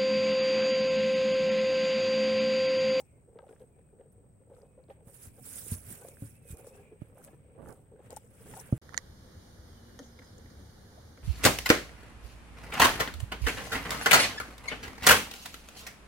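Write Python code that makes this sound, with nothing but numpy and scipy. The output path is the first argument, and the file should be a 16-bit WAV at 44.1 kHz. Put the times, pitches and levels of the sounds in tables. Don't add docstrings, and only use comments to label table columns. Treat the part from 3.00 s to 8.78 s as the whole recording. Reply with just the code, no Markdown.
import sys
import numpy as np
from scipy import signal
from scipy.fft import rfft, irfft, next_fast_len
from scipy.io import wavfile

SR = 44100
rng = np.random.default_rng(int(sys.argv[2]) if len(sys.argv) > 2 else 0)


def output_pcm(signal):
    pcm = np.clip(np.atleast_2d(signal).T, -1, 1) * 32767
    wavfile.write(sys.argv[1], SR, np.round(pcm).astype(np.int16))


N = 254891
TIME = np.arange(N) / SR
CUTOFF_HZ = 15850

# (time [s], level [dB], length [s], ring [Hz], crispness re ring [dB])
CRUNCHES = [(0.002, -59, 0.012, 842, -17), (0.287, -59, 0.0075, 454, -26), (0.325, -60, 0.0053, 480, -28),
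            (0.356, -49.5, 0.023, 452, -23.5), (0.389, -43.5, 0.0015, 586, -2.5),
            (0.403, -51.5, 0.0042, 490, -7), (0.427, -48.5, .005, 520, -24),
            (0.439, -50.5, 0.0035, 800, -25), (0.468, -47.5, 0.0018, 565, -15),
            (0.491, -48, 0.0032, 477, -8.5), (0.509, -45, 0.0039, 452, -21.5),
            (0.527, -48, 0.003, 480, -9.5), (0.604, -48.5, 0.015, 499, -25),
            (0.634, -55.5, 0.0078, 443, -27), (0.758, -62.5, 0.014, 474, -11.5),
            (0.786, -58, 0.0043, 530, -9), (0.925, -59, 0.02, 455, -24), (0.996, -48, 0.0047, 514, -27),
            (1.009, -50.5, 0.0045, 546, -13), (1.053, -56.5, 0.0094, 450, -25),
            (1.147, -64, 0.0036, 460, -30), (1.179, -60, 0.0096, 477, -31),
            (1.414, -58.5, 0.0068, 526, -26), (1.472, -57, 0.0036, 480, -26),
            (1.499, -53, 0.0032, 546, -17), (1.51, -49.5, 0.0089, 532, -18), (1.535, -51, 0.0045, 507, -16),
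            (1.583, -60, 0.0072, 540, -24), (1.645, -60.5, 0.011, 470, -26),
            (1.776, -52.5, 0.019, 528, -20), (1.886, -51.5, 0.0042, 495, -24),
            (1.898, -44, 0.0075, 557, -7), (2.006, -56.5, 0.0025, 580, -8), (2.376, -55.5, 0.011, 488, -6),
            (2.66, -49.5, 0.0038, 398, -13), (3.013, -53.5, 0.01, 474, -2.5), (3.039, -49, 0.007, 493, -15),
            (3.049, -44.5, 0.0042, 715, -19), (3.084, -44, 0.0026, 530, -20),
            (3.452, -53, 0.0038, 474, -22), (3.533, -53.5, 0.013, 450, -22), (3.575, -54.5, 0.022, 475, -9),
            (3.644, -50.5, 0.0023, 566, -9), (3.667, -43, 0.0049, 485, -18),
            (3.764, -54.5, 0.035, 413, -12), (3.915, -47.5, 0.013, 420, -26),
            (4.153, -56, 0.0082, 510, -21.5), (4.172, -51, 0.0034, 556, -10), (4.184, -56, 0.017, 500, -6),
            (4.276, -47.5, 0.002, 580, -12), (4.281, -56.5, 0.006, 590, 0), (4.33, -54, 0.011, 437, -10.5),
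            (4.498, -60, 0.0063, 490, -15), (4.551, -55, 0.011, 465, -12), (4.597, -55.5, 0.01, 484, -9),
            (4.622, -55, 0.0052, 500, -8), (4.651, -54, 0.0065, 471, -5), (4.665, -56, 0.0083, 473, -4),
            (4.679, -46, 0.0059, 497, -25), (4.69, -43.5, 0.0021, 460, -11), (4.703, -56.5, 0.017, 467, -6),
            (4.789, -59, 0.0041, 393, -4), (4.919, -48.5, 0.0041, 486, -26),
            (4.936, -48.5, 0.0056, 414, -34), (4.957, -48, 0.0016, 477, -32),
            (4.992, -49, 0.0036, 530, -13.5), (5.001, -51, 0.0056, 460, -11),
            (5.097, -52, 0.0089, 590, -6.5), (5.111, -55, 0.005, 567, 1), (5.123, -41, 0.0049, 532, -7.5),
            (5.168, -36.5, 0.0023, 910, -35), (5.407, -53, 0.0053, 465, -30),
            (5.459, -50.5, 0.0076, 477, -18), (5.537, -47.5, 0.0033, 904, -2),
            (5.567, -48.5, 0.0077, 938, -3), (5.586, -54, 0.0031, 910, -16), (5.589, -48, 0.0019, 980, -11),
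            (5.604, -57, 0.0029, 910, -4), (5.689, -48, 0.003, 560, -18)]
# (frequency [Hz], width [Hz], gain [dB])
HOLLOW = [(471.2, 36, 8.5), (541, 18, -5), (741, 71, -8)]
# (frequency [Hz], width [Hz], gain [dB])
CRISP = [(800, 16, 23.5), (970, 16, 11), (1231, 88, 1), (1600, 28, 9), (2120, 81, -6), (3340, 1400, 5)]
# (time [s], peak [dB], pitch [Hz])
SMACKS = [(0.372, -62, 1920), (0.3885, -52, 3700), (0.39, -53, 2150), (0.482, -63.5, 3500),
          (0.597, -65, 3600), (0.4668, -65, 1310), (0.4938, -66, 1690), (0.5134, -65, 1600),
          (0.5627, -57, 1660), (0.617, -62, 3220), (1.008, -66, 1940), (1.436, -67, 1410),
          (1.505, -69, 1520), (1.535, -76, 1910), (1.884, -64, 3600), (1.9018, -55, 2460),
          (1.904, -59, 3300), (3.0497, -60, 1400), (3.084, -56, 1300), (3.17, -49.5, 1600),
          (3.647, -59, 1480), (3.6692, -53, 1200), (4.18, -52, 1300), (4.2172, -54, 1320),
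          (4.6593, -45, 1320), (4.6915, -48, 1450), (5.06, -59, 1600), (5.106, -60, 2000),
          (5.1666, -53, 1760), (5.5396, -45.5, 1750)]
# (middle [s], relative level [dB], half length [s])
CHEWS = [(0.447, -62, 0.16), (1.016, -59.5, 0.043), (1.601, -58, 0.1), (2.097, -57.5, 0.026),
         (2.492, -77, 0.2), (3.002, -59, 0.16), (3.68, -57, 0.23), (4.207, -60, 0.24), (4.67, -56.5, 0.14),
         (5.03, -58.5, 0.092), (5.513, -56, 0.17)]
JAW_IDLE_DB = -69.5
# (peak time [s], relative rustle [dB], rise [s], fall [s], relative scrape [dB], left minus right [dB])
PUSHES = [(0.003, -52.5, 0.012, 0.0066, -64, 2), (0.505, -76.5, 0.056, 0.099, -72.5, -1),
          (0.615, -74, 0.041, 0.041, -71, -3), (1.125, -72.5, 0.0081, 0.0092, -96, -13),
          (1.57, -75, 0.046, 0.086, -77, -4), (1.905, -76, 0.0095, 0.027, -59.5, -17),
          (2.08, -59, 0.015, 0.035, -67, -14), (2.15, -57, 0.026, 0.062, -65, -9.5),
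          (2.253, -51.5, 0.05, 0.031, -59.5, -7.5), (2.458, -49, 0.02, 0.15, -60.5, -11),
          (2.557, -43.5, 0.071, 0.12, -55.5, -10), (2.739, -40.5, 0.056, 0.017, -51, -8.5),
          (2.781, -52.5, 0.013, 0.016, -60, -8), (2.907, -45, 0.039, 0.067, -52, -10),
          (3.091, -54.5, 0.062, 0.03, -64.5, -6.5), (3.256, -55.5, 0.084, 0.054, -63, -11),
          (3.35, -66.5, 0.012, 0.03, -70, -10), (3.514, -49, 0.031, 0.02, -57, -12),
          (3.6, -60, 0.035, 0.033, -72, -14), (3.671, -59, 0.023, 0.044, -70.5, -4),
          (3.751, -65.5, 0.013, 0.071, -63.5, -3.5), (4.01, -76, .005, 0.05, -66.5, -30),
          (4.085, -73, 0.068, 0.019, -76, -11), (4.183, -64, 0.013, 0.013, -81, -16),
          (4.248, -62.5, 0.043, 0.054, -65, -5.5), (4.692, -61.5, 0.037, 0.056, -68, -9),
          (5.065, -69.5, 0.025, 0.022, -61, -3), (5.108, -60.5, 0.0025, 0.066, -58, 3),
          (5.173, -49, 0.0059, 0.0068, -55.5, -3.5), (5.49, -61.5, 0.096, 0.54, -57, -13.5),
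          (5.603, -52.5, 0.11, 0.019, -63, 1), (5.73, -61.5, 0.021, 0.044, -62, 2)]
SETTLE_DB, SETTLE_S = -27, 0.18
STILL_MEAL_DB, STILL_SCRAPE_DB = -93, -91.5
DEEP_FROM_S, LEANING_SCRAPE_DB = 2.173, -78
# (frequency [Hz], density [dB per Hz])
MEAL_LEFT = [(2200, 2.5), (4300, -6), (5600, 0.5), (6500, 0), (8000, 7.5), (9400, 1.5), (11500, -3),
             (13500, -3.5), (16000, -0.5)]
# (frequency [Hz], density [dB per Hz])
MEAL_RIGHT = [(2500, -14), (4400, -24.5), (5400, -19.5), (6200, -19), (7000, -13.5), (8200, -5),
              (9400, 1.5), (10300, -2.5), (11500, -6), (14000, -10.5), (16000, -7.5)]
# (frequency [Hz], density [dB per Hz])
SCRAPE = [(100, -6), (250, -2), (500, 5.5), (800, 0.5), (1150, 0), (1600, 2), (2000, -0.5), (2500, -2),
          (3300, -5.5), (4100, -20), (5000, -19)]
# (time [s], peak before panning [dB], ping [Hz], left minus right [dB])
SNAPS = [(0.4948, -65, 5500, 2), (1.549, -68, 4600, 10), (1.6185, -59, 4800, 8), (1.839, -68, 4270, 10),
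         (2.3845, -68, 9000, 13), (2.741, -40, 8900, -1), (2.905, -38, 8940, 2), (3.0856, -40, 8200, 14),
         (3.571, -47, 10200, -4), (3.6, -59.5, 11000, -8), (3.609, -55, 10700, 0), (3.645, -51.5, 9500, 2),
         (3.669, -46.5, 8500, 3), (4.241, -47, 9500, 2), (4.2476, -44, 9650, 4), (4.256, -52, 9300, -8),
         (4.653, -57, 8400, 3), (4.687, -50, 8400, 1), (4.693, -59, 8500, 7), (4.706, -48.5, 8850, -2),
         (4.726, -50, 9100, -10), (5.1055, -41.5, 8000, 9), (5.1288, -47, 8450, 6), (5.1638, -41, 9000, 17),
         (5.1678, -39.5, 7800, 0), (5.568, -50, 8850, 15), (5.575, -44, 10700, 14), (5.602, -63, 11600, 11),
         (5.612, -42, 10300, -4)]
GRAIN_CYCLES = 4
# (time [s], level [dB], contact cut-off [Hz], pitch factor, ring factor, left minus right [dB])
KNOCKS = [(2.07, -43, 600, 0.83, 0.87, -2), (2.269, -45, 157.5, 0.69, 1.7, 2),
          (2.7177, -23.5, 207, 0.81, 1.29, -1), (2.912, -38, 302, 1.27, 0.65, -1),
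          (3.2211, -30.5, 338, 0.99, 1.72, -0.5), (3.503, -34, 167, 0.67, 0.61, -1),
          (3.526, -31.5, 150, 0.6, 0.74, -1.5), (4.0178, -32, 900, 1.07, 0.59, -12),
          (5.725, -12.5, 534, 1.005, 0.49, -2), (5.7336, -25.5, 387, 1.15, 1.17, -1.5)]
# (frequency [Hz], level [dB], t60 [s])
TUB = [(76.3, -22, 0.37), (113, -1.5, 0.11), (141.8, -10.5, 0.12), (229, -21, 0.14), (286, -5, 0.062),
       (400, -20, 0.098), (551, -13.5, 0.064), (736, -22.5, 0.049), (1180, -19.5, 0.055)]
# (start [s], length [s], level [dB], cut-off [Hz], left minus right [dB])
SCUFFS = [(4.205, 0.15, -72.5, 1470, -10), (4.572, 0.082, -55, 990, -26), (4.59, 0.137, -55.5, 271, -11),
          (4.66, 0.081, -56, 1410, -20), (5.469, 0.099, -55, 295, -4)]
# (frequency [Hz], density [dB per Hz])
RUB_COLOUR = [(25, -12), (60, -13.5), (110, 2.5), (170, -8.5), (260, -7.5), (400, -26.5), (800, -54)]
# (start [s], length [s], first [Hz], middle [Hz], last [Hz], relative level [dB])
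WHISTLES = [(0.08, .15, 2210, 2130, 2080, -83), (0.66, .14, 2620, 2400, 2220, -86),
            (0.81, .12, 2680, 2520, 2330, -87), (1.61, .18, 2560, 2545, 2545, -86),
            (3.115, .085, 2440, 2455, 2520, -74), (3.335, .055, 2480, 2620, 2740, -69),
            (3.42, .075, 2650, 2550, 2455, -72), (3.475, .09, 2470, 2430, 2440, -65),
            (3.705, .06, 2450, 2600, 2830, -70), (3.785, .07, 2660, 2560, 2460, -75),
            (3.835, .095, 2470, 2415, 2435, -69), (3.97, .09, 2480, 2450, 2500, -80)]
# (time [s], level [dB])
CHORUS = [(0, -78), (0.14, -80), (0.3, -96), (0.62, -94), (0.8, -84), (1.1, -95.5), (1.7, -89), (2.0, -83),
          (3.15, -73), (3.4, -77), (3.85, -74), (4.15, -82.5), (4.55, -80.5), (4.85, -103)]
# (frequency [Hz], density [dB per Hz])
AIR = [(20, -14.5), (45, -3), (70, 3), (120, 2.5), (200, -4.5), (330, -11), (500, -13.5), (850, -24),
       (1050, -28), (1500, -29.5), (2300, -37), (3500, -43.5), (6000, -48), (16000, -47)]
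# (frequency [Hz], density [dB per Hz])
HISS = [(5500, -70), (7200, 0), (7750, -2.5), (8250, 22.5), (8700, -0.5), (9300, -55), (12000, -43),
        (15500, -0.5)]
# (frequency [Hz], correlation [-1 to 1])
LIKENESS = [(30, 0.78), (120, 0.86), (300, 0.61), (640, 0), (1400, 0), (16000, 0.29)]


def from_db(db):
    return 10 ** (np.asarray(db) / 20)


def to_db(power):
    return 10 * np.log10(power + 1e-20)


def rms_one(x):
    return x / np.sqrt(np.mean(x ** 2) + 1e-20)


def at_hz(points, hz):
    f, value = np.transpose(points)
    return np.interp(np.log(hz + 1), np.log(f), value)


def fft_axis():
    size = next_fast_len(N)
    return size, np.arange(size // 2 + 1) * SR / size


def drift(rate_hz):
    knots = rng.standard_normal(4096)
    return rms_one(np.interp(TIME * rate_hz, np.arange(len(knots)), knots))


def panned(x, pan_db):
    left = from_db(pan_db)
    return x * np.reshape([2 * left / (1 + left), 2 / (1 + left)], (2, -1))


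def ears(pair, width):
    return pair[0] + width * pair[1] * np.array([[1], [-1]])


def add(out, s, sound):
    i = max(round(s * SR), 0)
    out[..., i:i + sound.shape[-1]] += sound[..., :max(N - i, 0)]


def butter(x, hz, kind, order=2):
    sos = signal.butter(order, np.clip(hz, 10, .45 * SR), kind, fs=SR, output="sos")
    return signal.sosfilt(sos, x)


def resonate(x, modes, shift=1):
    out = 0
    for hz, width_hz, db in modes:
        r = np.exp(-np.pi * abs(width_hz) / SR)
        zeros = [(1 - r * r) / 2, 0, (r * r - 1) / 2]
        poles = [1, -2 * r * np.cos(2 * np.pi * hz * shift / SR), r * r]
        out = out + from_db(db) * signal.lfilter(zeros, poles, x)
    return out


def coloured(pair, spectrum):
    size, hz = fft_axis()
    mid, side = rfft(pair, size) * from_db(at_hz(spectrum, hz))
    alike = np.clip(at_hz(LIKENESS, hz), -1, 1)
    mid, side = irfft([mid * np.sqrt(1 + alike), side * np.sqrt(1 - alike)], size)[:, :N]
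    return np.array([mid + side, mid - side]) / np.std(mid)


def grains(per_s, spread_db, size):
    draw = rng.uniform(-1, 1, (2, size)) * SR / per_s
    born = np.abs(draw) < 1
    clicks = np.full((2, size), 1e-18)
    height = np.minimum(-np.log(np.abs(draw[born])), 4)
    clicks[born] = np.sign(draw[born]) * from_db(spread_db * height)
    return clicks


def flicker(pair, depth_db, rate_hz, count=12):
    size, hz = fft_axis()
    place = np.interp(hz, [0, CUTOFF_HZ], [0, 1]) ** 0.538 * (count - 1)
    spectrum = rfft(pair, size)
    out = 0
    for k in range(count):
        band = irfft(spectrum * np.maximum(1 - abs(place - k), 0), size)[:, :N]
        out = out + band * from_db(depth_db * drift(rate_hz))
    return np.array([rms_one(x) for x in out])


def pinging(clicks, width_hz=340, patchy_db=3.3, count=28):
    dealt = rng.integers(0, count, N)
    out = 0
    for k, hz in enumerate(np.linspace(3600, CUTOFF_HZ, count)):
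        pings = resonate(clicks * (dealt == k) + 1e-18, [(hz, width_hz, 0)])
        out = out + pings * from_db(patchy_db * drift(70))
    return rms_one(out)


def jaw_effort():
    power = from_db(JAW_IDLE_DB) ** 2
    for s, db, half_s in CHEWS:
        power = power + from_db(db) ** 2 * np.exp(-2 * ((TIME - s) / half_s) ** 2)
    return to_db(power)


def crunches(low_hz=290, dull=0.76, swell=1.0, scatter=0.063, first_break=0.43):
    out, t = np.zeros((2, N)), TIME[:SR // 6]
    for s, level_db, length_s, ring_hz, bright_db in CRUNCHES:
        breaks = grains(1800, 4.4, size=len(t)) * np.exp(-(t / length_s / swell - .6) ** 2)
        sharpness = first_break * (0.0065 / abs(length_s))
        breaks[:, 0] += sharpness * np.sqrt(np.sum(breaks ** 2, axis=1))
        damping = np.exp(-(t / (3.0 * length_s + 0.0057)) ** 2)
        ring = resonate(breaks, HOLLOW, (ring_hz / HOLLOW[0][0]) ** 0.936)
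        ring = butter(butter(ring, low_hz, "high"), dull * ring_hz, "low") * damping
        own = [(hz * np.exp(scatter * rng.normal()), width_hz, db + 2 * rng.normal())
               for hz, width_hz, db in CRISP]
        crack = butter(resonate(breaks, own), 710, "high")
        crack = butter(crack, 1740, "low", order=4) * damping
        energy = abs(length_s) * SR
        ring, crack = (v * np.sqrt(energy / np.sum(v ** 2, axis=1, keepdims=True)) for v in (ring, crack))
        bite = ears(ring, 0.12) + from_db(bright_db) * ears(crack, 0.59)
        add(out, s, from_db(level_db) * bite)
    return out


def smacks(cycles=4.5, tear_s=0.0014, tear_db=-16.0):
    out, t = np.zeros((2, N)), TIME[:SR // 40]
    for s, peak_db, hz in SMACKS:
        burst = grains(3000, 1.5, size=len(t)) * np.exp(-t / tear_s) * from_db(tear_db)
        burst[0, 0] += 1
        tick = butter(resonate(burst, [(hz, hz / cycles, 0)]), 1.4 * hz, "low", order=4)
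        tick = ears(tick, 0.8)
        add(out, s, tick / np.abs(tick.mean(0)).max() * from_db(peak_db))
    return out


def crackle(effort_db, gain_db=-24.5, follows=0.8, tilt_db=-12.0, low_hz=1100, high_hz=4200, count=9):
    press = from_db(follows * (effort_db - effort_db.max()))
    ticks = 0
    for hz in np.geomspace(low_hz, high_hz, count):
        cracks = grains(16, 2.2, size=N) * (rng.random(N) < press) + 1e-18
        mode = (hz, hz / 7, tilt_db * np.log2(hz / low_hz))
        ticks = ticks + resonate(cracks, [mode]) / np.sqrt(hz)
    muffled = ears(butter(ticks, high_hz, "low", order=4), 1.0)
    return rms_one(muffled * press) * from_db(effort_db.max() + gain_db)


def grinding(effort_db, gain_db=-2.5, lumpy_db=3.0, shape_db=3.5, reach=0.14, count=3):
    milled = 0
    for shift in np.exp(np.linspace(-reach, reach, count)):
        fractures = grains(1200, 2.2, size=N)
        milled = milled + resonate(fractures, HOLLOW, shift) * from_db(shape_db * np.tanh(drift(14)))
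    milled = butter(milled * from_db(lumpy_db * drift(45)), 340, "high")
    milled = butter(milled, 780, "low")
    return from_db(effort_db + gain_db) * rms_one(ears(milled, 0.11))


def wet_pops(effort_db, peak_db=-50.5, follows=0.59, slope_db=26.5, cycles=4.5,
             low_hz=430, high_hz=2200, count=170):
    out, t = np.zeros((2, N)), TIME[:SR // 20]
    level_db = peak_db + follows * (effort_db - effort_db.max())
    for when, height, strength, side in rng.random((count, 4)):
        hz = low_hz * (high_hz / low_hz) ** height
        age = t * hz / cycles * 2
        pop = age * np.exp(1 - age) * np.sin(2 * np.pi * hz * t * (1 + 2 * t))
        db = level_db[int(when * N)] + 10 * (strength - .5) - slope_db * np.log2(hz / low_hz)
        add(out, when * N / SR, panned(pop, 10 * (side - .5)) * from_db(db))
    return out


def leaning():
    return np.clip((TIME - DEEP_FROM_S) / 0.05, 0, 1)


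def muzzle_motion(roundness=0.96):
    meal, side = from_db(STILL_MEAL_DB) ** 2, 0
    scrape = from_db(STILL_SCRAPE_DB) ** 2 + leaning() * from_db(LEANING_SCRAPE_DB) ** 2
    for s, meal_db, rise_s, fall_s, scrape_db, pan_db in PUSHES:
        age_s = TIME - s
        steepness = np.abs(age_s / np.where(age_s < 0, rise_s, fall_s)) ** roundness
        push = np.exp(-2 * np.minimum(steepness, 20))
        push += (age_s > 0) * from_db(SETTLE_DB) ** 2 * np.exp(-2 * np.abs(age_s) / SETTLE_S)
        power = from_db(meal_db) ** 2 * push
        meal = meal + power
        scrape = scrape + from_db(scrape_db) ** 2 * push
        side = side + pan_db * power
    return to_db(meal), to_db(scrape), side / meal


def rustle(meal_db, scrape_db, pan_db, left_db=3.5, right_db=1.0, scrape_gain_db=-4.5,
           clump_db=1.3, grain_db=0.5):
    per_s = np.clip(6000 * from_db(0.37 * (meal_db + 51.5)), 2000, 12000)
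    clumps = from_db(clump_db * drift(65))
    sliding = pinging(grains(per_s, grain_db, size=N) / np.sqrt(per_s) * clumps)
    size, hz = fft_axis()
    meal = []
    for x, colour in zip(sliding, (MEAL_LEFT, MEAL_RIGHT)):
        shaped = irfft(rfft(x, size) * from_db(at_hz(colour, hz)), size)[:N]
        meal.append(rms_one(shaped))
    meal = panned(np.array(meal), pan_db) * from_db(meal_db + np.array([[left_db], [right_db]]))
    scrape = flicker(grains(6000, 2.9, size=N), depth_db=2.5, rate_hz=60)
    return meal + coloured(scrape, SCRAPE) * from_db(scrape_db + scrape_gain_db)


def crumbs(scrape_db, pan_db, gain_db=-10.5, per_s=45, cycles=7.9, low_hz=1400, high_hz=4200,
           tilt_db=-7.5, count=10):
    ticks = 0
    for hz in np.geomspace(low_hz, high_hz, count):
        mode = (hz, hz / cycles, tilt_db * np.log2(hz / low_hz))
        ticks = ticks + resonate(grains(per_s, 3.0, size=N), [mode]) / np.sqrt(hz)
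    return panned(rms_one(ears(ticks, 1.0)), 0.14 * pan_db) * from_db(scrape_db + gain_db)


def snaps(decay_s=0.0012, low_share=0.6, high_share=1.3, ping_width_hz=450, ping_db=14.0):
    out, t = np.zeros((2, N)), TIME[:SR // 40]
    for s, peak_db, ping_hz, pan_db in SNAPS:
        spray = grains(20000, 0.97, size=len(t)) * np.exp(-t / decay_s)
        spray = spray + resonate(spray, [(ping_hz, ping_width_hz, ping_db)])
        spray = butter(spray, low_share * ping_hz, "high", order=3)
        spray = butter(spray, high_share * ping_hz, "low")
        add(out, s, panned(spray / np.abs(spray.mean(0)).max(), pan_db) * from_db(peak_db))
    return out


def stray_grains(meal_db, pan_db, above_db=-1.0, ceiling_db=-58.0, low_hz=7500, high_hz=12500, count=260):
    out, t = np.zeros((2, N)), TIME[:SR // 100]
    for when, height, hardness, strength, side in rng.random((count, 5)):
        at = int(when * N)
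        hz = low_hz * (high_hz / low_hz) ** height
        cycles = GRAIN_CYCLES * 10 ** (hardness - .5)
        ping = np.sin(2 * np.pi * hz * t) * np.exp(-t * hz / cycles)
        db = min(meal_db[at] + above_db, ceiling_db) + 16 * (strength - .5)
        add(out, at / SR, panned(ping, pan_db[at] + 12 * (side - .5)) * from_db(db))
    return out


def knocks(lag_s=0.00029, leak_hz=48):
    out, t = np.zeros((2, N)), TIME[:SR // 3]
    age_s = np.maximum(t - np.array([[lag_s], [0]]), 0)
    for s, level_db, contact_hz, pitch, ring, pan_db in KNOCKS:
        wall = 0
        for hz, db, t60_s in TUB:
            gain = np.sign(170 - hz) * from_db(db - 60 * age_s / (t60_s * ring))
            wall = wall + gain * np.sin(2 * np.pi * hz * pitch * age_s)
        add(out, s, panned(butter(wall, contact_hz, "low", order=1), pan_db) * from_db(level_db))
    return butter(out + 1e-18, leak_hz, "high")


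def scuffs(slips_per_s=900, low_hz=130):
    out = np.zeros((2, N))
    for s, length_s, level_db, top_hz, pan_db in SCUFFS:
        size = int(abs(length_s) * SR)
        slips = grains(slips_per_s, 0.93, size=size)[0] * np.sqrt(np.hanning(size))
        slips = butter(np.pad(slips, (0, SR // 50)), top_hz / 2, "low", order=1)
        slips = butter(slips, 0.92 * top_hz, "low", order=3)
        slips = butter(slips, low_hz, "high", order=1)
        add(out, s, panned(rms_one(slips), pan_db) * from_db(level_db))
    return out


def rubbing(meal_db, scrape_db, gain_db=-53.5, follows_meal=0.091, follows_scrape=0.27, lumpy_db=3.0):
    level_db = gain_db + follows_meal * (meal_db - meal_db.max())
    level_db = level_db + follows_scrape * (scrape_db - scrape_db.max()) + lumpy_db * drift(24)
    return leaning() * from_db(level_db) * coloured(rng.standard_normal((2, N)), RUB_COLOUR)


def bird(waver=0.006, echo_s=0.035, echo_db=-2.0, flutter_db=2.6):
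    song, unsteady = np.zeros(N), 1 + waver * drift(150)
    for s, length_s, first_hz, middle_hz, last_hz, level_db in WHISTLES:
        along = np.clip((TIME - s) / length_s, 0, 1)
        on = (along > 0) & (along < 1)
        hz = np.interp(along[on], [0, .5, 1], [first_hz, middle_hz, last_hz]) * unsteady[on]
        tone = np.sin(2 * np.pi * np.cumsum(hz) / SR)
        song[on] += from_db(level_db) * np.sqrt(np.sin(np.pi * along[on])) * tone
    song = song * from_db(flutter_db * drift(55))
    paths = grains(480, 1.0, size=SR // 4) * np.exp(-TIME[:SR // 4] / echo_s)
    paths /= np.sqrt(np.sum(paths ** 2, axis=1, keepdims=True))
    echoes = signal.fftconvolve(song[None], paths, axes=1)[:, :N]
    return (song + from_db(echo_db) * echoes) / np.hypot(1, from_db(echo_db))


def chorus(centre_hz=2350, width_hz=600, flutter_db=2.5):
    band = [(centre_hz, width_hz, 0)]
    shimmer = resonate(resonate(rng.standard_normal((2, N)), band), band)
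    shimmer = shimmer * from_db(flutter_db * drift(25))
    return rms_one(shimmer) * from_db(np.interp(TIME, *np.transpose(CHORUS)))


def background(air_db=-61.0, hiss_db=-75.5):
    air = from_db(air_db) * coloured(rng.standard_normal((2, N)), AIR)
    hiss = from_db(hiss_db) * panned(coloured(rng.standard_normal((2, N)), HISS), 2.6)
    return air + hiss


def scene():
    effort_db = jaw_effort()
    meal_db, scrape_db, pan_db = muzzle_motion()
    mouth = crunches() + smacks() + crackle(effort_db) + grinding(effort_db) + wet_pops(effort_db)
    meal = rustle(meal_db, scrape_db, pan_db) + crumbs(scrape_db, pan_db)
    meal = meal + snaps() + stray_grains(meal_db, pan_db)
    tub = knocks() + scuffs() + rubbing(meal_db, scrape_db)
    return mouth + meal + tub + bird() + chorus() + background()


def record(dry):
    return signal.sosfilt(signal.ellip(12, .1, 80, CUTOFF_HZ, fs=SR, output="sos"), dry)


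dry = scene()
out = record(dry)
output_pcm(out)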